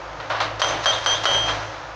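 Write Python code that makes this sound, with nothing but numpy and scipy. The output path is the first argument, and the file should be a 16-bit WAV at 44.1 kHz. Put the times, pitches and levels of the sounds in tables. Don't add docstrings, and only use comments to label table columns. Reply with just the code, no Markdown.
import sys
import numpy as np
from scipy import signal
from scipy.fft import rfft, irfft, next_fast_len
from scipy.io import wavfile
from scipy.ndimage import uniform_filter1d, minimum_filter1d, map_coordinates

SR = 44100
rng = np.random.default_rng(int(sys.argv[2]) if len(sys.argv) > 2 else 0)


def unload_audio(sound):
    columns = np.transpose(np.atleast_2d(sound))
    steps = np.round(np.clip(columns, -1, 1) * 32767)
    wavfile.write(sys.argv[1], SR, steps.astype(np.int16))


N = 85995
T = np.arange(N) / SR

# time_s, firing_tone_db, octave_above_db
ENGINE_HUM = [(0, -44, -54), (.16, -43.5, -53), (.32, -49.5, -39.5), (.53, -43, -38.5), (.78, -42.5, -38),
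              (1.0, -49.5, -42), (1.22, -46.5, -37.5), (1.5, -37, -36.5), (1.69, -45, -37),
              (1.77, -54.5, -53), (1.95, -42, -48)]
# pitch_hz, level_db
ENGINE_SPECTRUM = [(20, -38), (32, -37.5), (55, -11), (85, -9.5), (140, -6), (175, -14.5), (212, -41),
                   (290, -7.5), (430, -13.5), (520, -1.5), (700, -4.5), (1350, -6.5), (2200, -16),
                   (4500, -24.5), (6500, -28), (7600, -44.5), (9000, -64), (13000, -60.5), (15500, -57.5)]
RUBBLE_SPECTRUM = [(40, -21.5), (75, -37.5), (150, -1), (210, -33.5), (290, -3.5), (420, -10.5), (700, 1),
                   (1100, -9), (3000, -14.5), (8000, -65)]
OIL_SPECTRUM = [(200, -32), (600, 3.5), (1500, -1.5), (2500, -6), (4200, -3.5), (6500, -10), (8000, -28.5),
                (11000, -42), (16000, -51)]
GRIND_SPECTRUM = [(120, -39.5), (210, -28.5), (300, -18.5), (420, -6), (560, 3.5), (1200, 7), (2300, -5.5),
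                  (4000, -9), (6300, -22), (8000, -40.5), (11000, -64.5), (16000, -64.5)]
QUARRY_SPECTRUM = [(120, -13.5), (210, -26), (300, -13.5), (420, -10.5), (560, 3), (1400, -2.5),
                   (2300, -10.5), (3500, -10.5), (6400, -20.5), (8000, -38), (9500, -37), (10500, -52.5),
                   (16000, -53)]
CRACK_SPECTRUM = [(150, -50), (400, -10), (650, -4), (1400, 2), (2300, -11.5), (4500, -10.5), (6500, -20),
                  (8200, -38.5), (12000, -51.5), (16000, -55)]
# pitch_hz, fade_s
QUARRY_FADES = [(200, 0.77), (700, 0.47), (1500, 0.7), (3500, 0.72), (7000, 0.82), (14000, 0.26)]
# peak_s, level_db, width_s
TUMBLES = [(0.464, -32, 0.058), (0.747, -26, 0.044), (1.344, -27.5, 0.071), (1.53, -30.5, 0.1)]
# start_s, level_db
OIL_SURGES = [(0.293, -35.5), (0.593, -22.5), (0.835, -23), (1.039, -27), (1.234, -19), (1.457, -31)]
# pitch_hz, level_db, fade_s
CASE_TONES = [(568, -11, 0.22), (638, -18, 0.56), (800, -19, 0.04), (1145, -12, 0.35), (1373, -9.5, 0.14),
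              (1460, -9, 0.14), (1670, -9, 0.082), (1935, -15, 0.31)]
# start_s, level_db, fade_s, treble_db
KNOCKS = [(.2, -31, 0.31, 2), (.3005, -20.5, 0.44, 0.5), (.345, -26.5, 1, 1.5), (0.4025, -18, 0.31, 7),
          (1.481, -20, 0.38, 4.5)]
# pitch_hz, level_db, fade_multiplier
CHISEL_TONES = [(2998, -8, .44), (3203, 0, 1), (4493, -16, .4), (6057, -10.5, 1.3), (6123, -18, 1)]
CHISEL_TOP_TONES = [(7865, -40, 1.1), (8480, -46, 1.2), (9146, -40, .6), (9604, -43, .5), (11479, -53, 1)]
PRESSED_HOME_S = [.69, .9135, 1.1445, 1.527]
# start_s, level_db, pitch_hz
CHATTERS = [(.683, -27, 6150), (.919, -26, 3420), (.928, -26, 3720), (.93, -35, 6280), (1.144, -26, 3400),
            (1.15, -34, 6230), (1.16, -29, 3650)]
# start_s, crack_db, quarry_db, ring_db, ring_treble_db, ring_lowest_tone_db, ring_fade_s
BLOWS = [(.6180, 4.5, -16.5, -11, 1.5, 4, 0.27), (.8585, 4, -16.5, -11, 1.5, -3, 0.78),
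         (1.0617, 2.5, -18, -13.5, 3.5, -2.5, 0.83), (1.2550, 6, -16, -11.5, -4, 5, 0.99)]


def amp(db):
    return 10 ** (np.asarray(db) / 20)


def unit(x):
    return x / np.sqrt(np.mean(x ** 2) + 1e-20)


def along(points, hz):
    pitches, values = np.transpose(points)
    return np.interp(np.log(hz + 1), np.log(pitches + 1), values)


def wobble(per_s):
    return map_coordinates(rng.standard_normal(4096), [T * per_s], mode="wrap")


def filtered(x, gain_at):
    size = next_fast_len(N + SR // 2)
    return irfft(rfft(x, size) * gain_at(np.fft.rfftfreq(size, 1 / SR)), size)[:N]


def noise(spectrum, treble_db=0):
    treble = [(1200, 0), (3500, 1)]
    white = rng.standard_normal(N)
    return unit(filtered(white, lambda hz: amp(along(spectrum, hz) + treble_db * along(treble, hz))))


def gritty(x, depth_db=1):
    return unit(x * amp(depth_db * wobble(500)))


def strike(start_s, rise_s, fade_s):
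    age = np.maximum(T - start_s, 0)
    return (1 - np.exp(-age / rise_s)) * amp(-60 * age / fade_s)


def click(spectrum, size=2048):
    cepstrum = irfft(np.log(amp(along(spectrum, np.fft.rfftfreq(size, 1 / SR)))))
    cepstrum[1:size // 2] *= 2
    cepstrum[size // 2 + 1:] = 0
    pulse = irfft(np.exp(rfft(cepstrum)))
    return pulse / np.abs(pulse).max()


def placed(x, start_s):
    return np.pad(x, (round(start_s * SR), N))[:N]


def quarry_fade(x):
    hz, times, bands = signal.stft(x, SR, nperseg=256)
    fade = amp(-60 * times / along(QUARRY_FADES, hz)[:, None])
    return signal.istft(bands * fade, SR, nperseg=256)[1][:N]


def quarry_reverb(x):
    tail = quarry_fade(rng.standard_normal(N)) * (1 - np.exp(-T / 0.09))
    return signal.fftconvolve(x, tail / np.linalg.norm(tail))[:N]


def engine(firing_hz=54.06, hum_db=-2.5, noise_db=-35):
    phase = 2 * np.pi * firing_hz * T + 0.45 * wobble(8)
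    times, *levels = np.transpose(ENGINE_HUM)
    hum = np.zeros(N)
    for harmonic, db in enumerate(levels, 1):
        loudness = np.sqrt(2) * amp(np.interp(T, times, db) + 0.36 * wobble(12))
        hum += loudness * np.sin(harmonic * (phase + 2 * np.pi * rng.random()))
    clatter_gain = amp(noise_db + .5 * wobble(12))
    clatter = unit(noise(ENGINE_SPECTRUM) * (1 + 0.083 * np.sin(phase)))
    return amp(hum_db) * hum + clatter_gain * clatter


def rubble():
    return sum(amp(db) * np.exp(-.5 * ((T - peak_s) / width_s) ** 2) * gritty(noise(RUBBLE_SPECTRUM))
               for peak_s, db, width_s in TUMBLES)


def oil_hiss():
    return sum(amp(db) * strike(start_s, rise_s=0.0054, fade_s=0.22) * gritty(noise(OIL_SPECTRUM))
               for start_s, db in OIL_SURGES)


def case_clank(start_s):
    age = np.maximum(T - start_s, 0)
    onset = 1 - np.exp(-(age / .0002) ** 2)
    clank = np.zeros(N)
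    for k, (hz, db, fade_s) in enumerate(CASE_TONES):
        loudness = amp(db + rng.normal(0, 0.87) - 60 * age / fade_s)
        clank += (-1) ** k * loudness * np.sin(2 * np.pi * hz * age)
    return onset * clank


def chisel_knocks(clank_db=-9):
    out = np.zeros(N)
    for start_s, db, fade_s, treble_db in KNOCKS:
        grind = strike(start_s, 0.00067, fade_s) * gritty(noise(GRIND_SPECTRUM, treble_db))
        out += amp(db) * (grind + amp(clank_db) * case_clank(start_s))
    return out


def chisel_ring(stop_fade_s=.025, jitter_s=8e-6, chatter_width_hz=160, reverb_db=-17):
    ring = np.zeros(N)
    for (start_s, _, _, db, treble_db, low_db, fade_s), home_s in zip(BLOWS, PRESSED_HOME_S):
        damping = amp(-60 * np.maximum(T - home_s, 0) / stop_fade_s)
        for hz, tone_db, fade_multiplier in CHISEL_TONES + CHISEL_TOP_TONES:
            colour_db = treble_db * (5000 < hz < 7000) + low_db * (hz < 3100)
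            loudness = amp(db + tone_db + colour_db + .8 * wobble(35))
            wavering_time = T + jitter_s * wobble(70)
            tone = np.sin(2 * np.pi * (hz * wavering_time + rng.random()))
            ring += loudness * damping * strike(start_s, .0007, fade_s * fade_multiplier) * tone
    for start_s, db, hz in CHATTERS:
        chatter = filtered(rng.standard_normal(N), lambda f: 1 / (1 + ((f - hz) / chatter_width_hz) ** 2))
        ring += amp(db) * strike(start_s, rise_s=0.0016, fade_s=0.18) * unit(chatter)
    return ring + amp(reverb_db) * quarry_reverb(ring)


def splinters(start_s, count=6, spread_s=.02):
    snap = click(CRACK_SPECTRUM)
    return sum(amp(1.1 * size) * placed(snap, start_s + .003 + spread_s * abs(late))
               for late, size in rng.standard_normal((count, 2)))


def breaker_blows(burst_db=-14, clank_db=-16.5, kickback_db=-4.5, splinter_db=-14):
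    out = np.zeros(N)
    for start_s, crack_db, quarry_db, *_ in BLOWS:
        snap = placed(click(CRACK_SPECTRUM), start_s)
        burst = amp(burst_db) * strike(start_s, rise_s=0.00099, fade_s=0.069) * noise(CRACK_SPECTRUM)
        clank = case_clank(start_s)
        kickback_s = start_s + 0.003873 * (1 + rng.random() / 2)
        clank += amp(kickback_db) * case_clank(kickback_s)
        chips = amp(splinter_db) * splinters(start_s)
        out += amp(crack_db) * (snap + burst + amp(clank_db) * clank + chips)
        answer = quarry_fade(gritty(noise(QUARRY_SPECTRUM))) * (1 - np.exp(-T / .002))
        out += amp(quarry_db) * placed(answer, start_s)
    return out


def scene(echo_delay_s=.17, echo_db=-16.5):
    work = breaker_blows() + chisel_knocks() + oil_hiss()
    echo = amp(echo_db) * placed(quarry_reverb(work), echo_delay_s)
    return (work + echo + chisel_ring() + rubble() + engine())[None]


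def record(dry, ceiling_db=-3.4, look_ahead_s=.007, recovery_db_per_s=112, top_hz=16300):
    mono = dry[0]
    excess_db = np.maximum(20 * np.log10(np.abs(mono) + 1e-9) - ceiling_db, 0)
    recovery_db = recovery_db_per_s * T
    cut_db = np.maximum.accumulate(excess_db + recovery_db) - recovery_db
    ahead = round(look_ahead_s * SR)
    gain_db = uniform_filter1d(minimum_filter1d(-cut_db, 2 * ahead), ahead // 2)
    return filtered(mono * amp(gain_db), lambda hz: hz < top_hz)[None]


dry = scene()
out = record(dry)
unload_audio(out)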